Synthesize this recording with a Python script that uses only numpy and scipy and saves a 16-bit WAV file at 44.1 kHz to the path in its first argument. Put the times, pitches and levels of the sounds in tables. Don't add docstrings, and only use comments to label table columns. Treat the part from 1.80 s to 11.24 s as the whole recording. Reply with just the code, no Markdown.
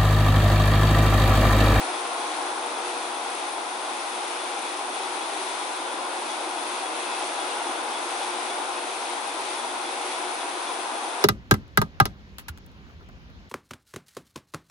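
import sys
import numpy as np
from scipy import signal
from scipy.fft import rfft, irfft
from scipy.io import wavfile

SR = 44100
rng = np.random.default_rng(int(sys.argv[2]) if len(sys.argv) > 2 else 0)


def file_out(sig):
    cols = np.atleast_2d(sig).T
    lim = np.clip(cols, -1, 1)
    pcm = np.round(lim * 32767).astype(np.int16)
    wavfile.write(sys.argv[1], SR, pcm)


N = 416304
TIME_S = np.arange(N) / SR
FREQS_HZ = np.maximum(np.fft.rfftfreq(N, 1 / SR), 1)
PULL_HZ, SLIP_HZ = 120.02, 3.66
SLIP_RAD = 2 * np.pi * SLIP_HZ * (TIME_S - .147)

# freq_hz, relative_db
HISS_SPECTRUM = [(1100, -27.5), (1900, 3.5), (2400, 3), (2950, 0), (3190, -0.5), (3400, 0.5), (3700, 1.5),
                 (4100, -1), (4900, -4), (5700, -6), (6400, -5.5), (6850, -11), (7500, -9), (8600, -9),
                 (9250, -6.5), (9620, -2), (10100, -7), (10700, -25.5)]
# freq_hz, left_over_right_db
BALANCE = [(60, 3.0), (110, 2), (190, 2.5), (340, 2.5), (610, 2.5), (1080, 2.5), (1930, 1), (3440, 2.5),
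           (6120, 5), (10900, 17)]


def from_db(db):
    return np.exp(np.asarray(db) * np.log(10) / 20)


def unit_rms(x):
    return x / np.sqrt(np.mean(x ** 2) + 1e-20)


def over_time(points):
    return np.interp(TIME_S, *np.transpose(points))


def over_hz(points):
    hz, value = np.transpose(points)
    return np.interp(np.log(FREQS_HZ), np.log(hz), value)


def pan(left_db):
    return from_db(np.array([[.5], [-.5]]) * left_db)


def bump(time_s, half_s):
    return np.exp(-(time_s / half_s) ** 2)


def white_spectrum():
    return rng.standard_normal(len(FREQS_HZ)) + 1j * rng.standard_normal(len(FREQS_HZ))


def narrow_noise(hz, width_hz):
    return unit_rms(irfft(white_spectrum() / (1 + ((FREQS_HZ - hz) / width_hz) ** 2), N))


def drift(rate_hz):
    return narrow_noise(0, rate_hz)


def air_noise(spectrum):
    # freq_hz, correlation
    likeness = [(100, 0.61), (250, 1), (420, 0.99), (650, 0.83), (850, 0.49), (1050, 0.48), (1400, 0.21),
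                (1850, -0.16), (2600, 0.35), (3500, 0.36), (4500, 0.28), (8000, 0.44), (9700, 0.65)]
    mid, side = white_spectrum(), white_spectrum()
    alike = np.clip(over_hz(likeness), -.99, .99)
    pair = np.sqrt(1 + alike) * mid + np.sqrt(1 - alike) * side * [[1], [-1]]
    return unit_rms(irfft(pair * from_db(over_hz(spectrum)) * pan(over_hz(BALANCE)), N))


def near_surfaces(x, count=40, level_db=-16, fade_s=.02):
    delay_s = rng.uniform(.004, .06, count)
    strength = rng.choice([-1, 1], count) * np.exp(-delay_s / fade_s)
    response = np.zeros(N)
    response[(delay_s * SR).astype(int)] = from_db(level_db) * strength / np.linalg.norm(strength)
    return x + irfft(rfft(x) * rfft(response), N)


def short_echo(x, delay_s=.01, gain=.23):
    late = np.roll(x[0], round(delay_s * SR))
    return x + gain * late * [[1], [-1]]


def squeak(peak_s=6.975, half_s=.035, level_db=-46, pitch_hz=2560, rise_hz_per_s=8000):
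    t = TIME_S - peak_s
    cycles = pitch_hz * t + rise_hz_per_s * t ** 2 / 2
    tone = unit_rms(np.sin(2 * np.pi * cycles + drift(rate_hz=70)))
    return from_db(level_db) * bump(t, half_s) * tone


def narrow_swells():
    # peak_s, half_s, pitch_hz, width_hz, level_db
    swells = [(.3, .55, 1068, 12, -43.5), (3.55, .45, 380, 10, -47), (4.3, .25, 540, 35, -46),
              (5.27, .26, 2635, 80, -46), (5.4, .45, 3301, 10, -54), (5.75, .22, 1380, 45, -45.5),
              (5.72, .25, 2840, 50, -49), (6, .8, 3421, 5, -56)]
    return sum(from_db(level_db) * bump(TIME_S - peak_s, half_s) * narrow_noise(pitch_hz, width_hz)
               for peak_s, half_s, pitch_hz, width_hz, level_db in swells)


def grille_buzz(uneven_db):
    hz = PULL_HZ * np.arange(1, 90)
    levels_db = np.interp(hz, *np.transpose(HISS_SPECTRUM)) + uneven_db * rng.uniform(-1, 1, len(hz))
    overtones = from_db(levels_db) * pan(np.interp(hz, *np.transpose(BALANCE)))
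    overtones = overtones * np.exp(2j * np.pi * rng.random((2, len(hz))))
    cycle = irfft(np.pad(overtones, ((0, 0), (1, 0))), 4096)
    position = np.linspace(0, 1, cycle.shape[1], endpoint=False)
    return unit_rms(np.array([np.interp(PULL_HZ * TIME_S, position, side, period=1) for side in cycle]))


def motor_whine(swell_db, flicker_db, flare_half_s=.025):
    # pull_multiple, level_db, left_db, flare_db, bend_rad
    slot_tones = [(28, -54, 1, 10, 1.2), (29, -53, 2, 4.5, -1.0)]
    # time_s, factor
    flare_depth = [(0, 1.1), (.7, .8), (1.3, .1), (1.8, .3), (2.5, .9), (3.4, 1), (4.2, .6), (4.9, 1),
                   (6.5, 1), (7.4, .4), (8.1, 1.1), (8.8, 1.1), (9.44, .6)]
    from_peak_s = np.angle(np.exp(1j * SLIP_RAD)) / (2 * np.pi * SLIP_HZ)
    flare = over_time(flare_depth) * bump(from_peak_s, flare_half_s)
    out = 0
    for multiple, level_db, left_db, flare_db, bend_rad in slot_tones:
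        tone = np.sin(2 * np.pi * multiple * PULL_HZ * TIME_S + bend_rad * np.sin(SLIP_RAD))
        shape_db = swell_db * np.cos(2 * SLIP_RAD) + flare_db * flare + flicker_db * drift(rate_hz=4.4)
        out = out + from_db(level_db) * pan(left_db) * unit_rms(from_db(shape_db) * tone)
    return out


def motor_hum(waver_db, bloom_db=7.0, bloom_s=.78):
    # pull_multiple, level_db, left_db, throb_db, bend_rad
    overtones = [(3, -51.5, 2, -1.5, 0.6), (4, -52, 4.5, -1, 0.22), (6, -55, 9, 0, 0.28),
                 (7, -55, 18, -3, 0.89), (20, -61, 4, 3, 0.97), (21, -56, -1, 2, 0.57),
                 (22, -60, -2, -3, 0.44), (23, -63, 0, 1, 0.54), (24, -62, -1, 3.5, 1.1),
                 (26, -58.5, 6, -2, 1.1), (31, -63.5, 0, 0, 0.99), (44, -67, 11, 3, 1),
                 (46, -66, 6, 6, 1.1), (51, -67.5, 17, -1, 1.2)]
    bloom = from_db(bloom_db * bump(TIME_S - bloom_s, half_s=.5))
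    out = 0
    for multiple, level_db, left_db, throb_db, bend_rad in overtones:
        phase_rad = rng.uniform(0, 2 * np.pi) + bend_rad * np.sin(SLIP_RAD)
        throb = from_db(throb_db * np.cos(SLIP_RAD))
        tone = unit_rms(throb * np.sin(2 * np.pi * multiple * PULL_HZ * TIME_S + phase_rad))
        out = out + from_db(level_db) * pan(left_db) * tone * (bloom if multiple == 4 else 1)
    return out * from_db(waver_db * drift(rate_hz=5.3))


def rough_hum_and_whistles():
    # pitch_hz, width_hz, level_db, left_db
    bands = [(240.3, 11, -60.5, 6.5), (362, 5.8, -53.5, 3), (382.6, 7.5, -58.5, 1), (668, 10, -56.5, 1),
             (803, 15, -48.7, 8), (956, 34, -48, 3), (1036, 32, -47, 0), (9520, 69, -54.5, -6),
             (9650, 8, -56, -1), (10200, 8, -65, 6)]
    return sum(from_db(level_db) * pan(left_db) * narrow_noise(pitch_hz, width_hz)
               for pitch_hz, width_hz, level_db, left_db in bands)


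def grille_hiss(shake_db, flutter_db):
    shake = sum(np.cos(2 * np.pi * (k * PULL_HZ * TIME_S + rng.random())) / np.sqrt(k)
                for k in range(1, 4))
    return air_noise(HISS_SPECTRUM) * from_db(shake_db * shake + flutter_db * drift(rate_hz=2.2))


def duct_rush(eddy_db):
    # freq_hz, relative_db
    rush_spectrum = [(40, -76), (100, -72), (160, -26.5), (205, -20.5), (255, -7.5), (320, 2.5), (430, -2),
                     (600, 1), (730, 6.5), (840, 8), (1020, 4.5), (1160, 2), (1420, 1.5), (1750, -5),
                     (2600, -58)]
    return air_noise(rush_spectrum) * from_db(eddy_db * drift(rate_hz=.65))


def surge(curve, depth=.95):
    level_db = over_time(curve)
    return from_db(depth * (level_db - level_db.mean()))


def scene():
    # time_s, relative_db
    flow = [(0.0, -30), (0.66, -30), (1.23, -31.5), (2.9, -31.5), (4.97, -31), (5.86, -30), (6.65, -30.5),
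            (6.8, -29.5), (7.1, -32), (9.44, -31)]
    # time_s, relative_db
    treble = [(0.0, -36), (0.02, -36.5), (0.47, -38), (1.52, -38.5), (4.92, -37.5), (5.2, -37), (7.6, -38),
              (9.41, -38.5), (9.44, -38)]
    rush = from_db(-32) * surge(flow) * duct_rush(eddy_db=.11)
    hiss = from_db(-36) * surge(treble) * grille_hiss(shake_db=-.6, flutter_db=.75)
    air = short_echo(rush + near_surfaces(hiss))
    hum = motor_hum(waver_db=1.6)
    buzz = from_db(-51) * grille_buzz(uneven_db=2.0)
    whine = motor_whine(swell_db=2.0, flicker_db=.7)
    return air + rough_hum_and_whistles() + narrow_swells() + squeak() + hum + buzz + whine


def record(dry, low_cut_hz=162, high_cut_hz=11000):
    thin = signal.sosfilt(signal.butter(4, low_cut_hz, "high", fs=SR, output="sos"), dry)
    return signal.sosfilt(signal.ellip(12, .1, 90, high_cut_hz, fs=SR, output="sos"), thin)


dry = scene()
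out = record(dry)
file_out(out)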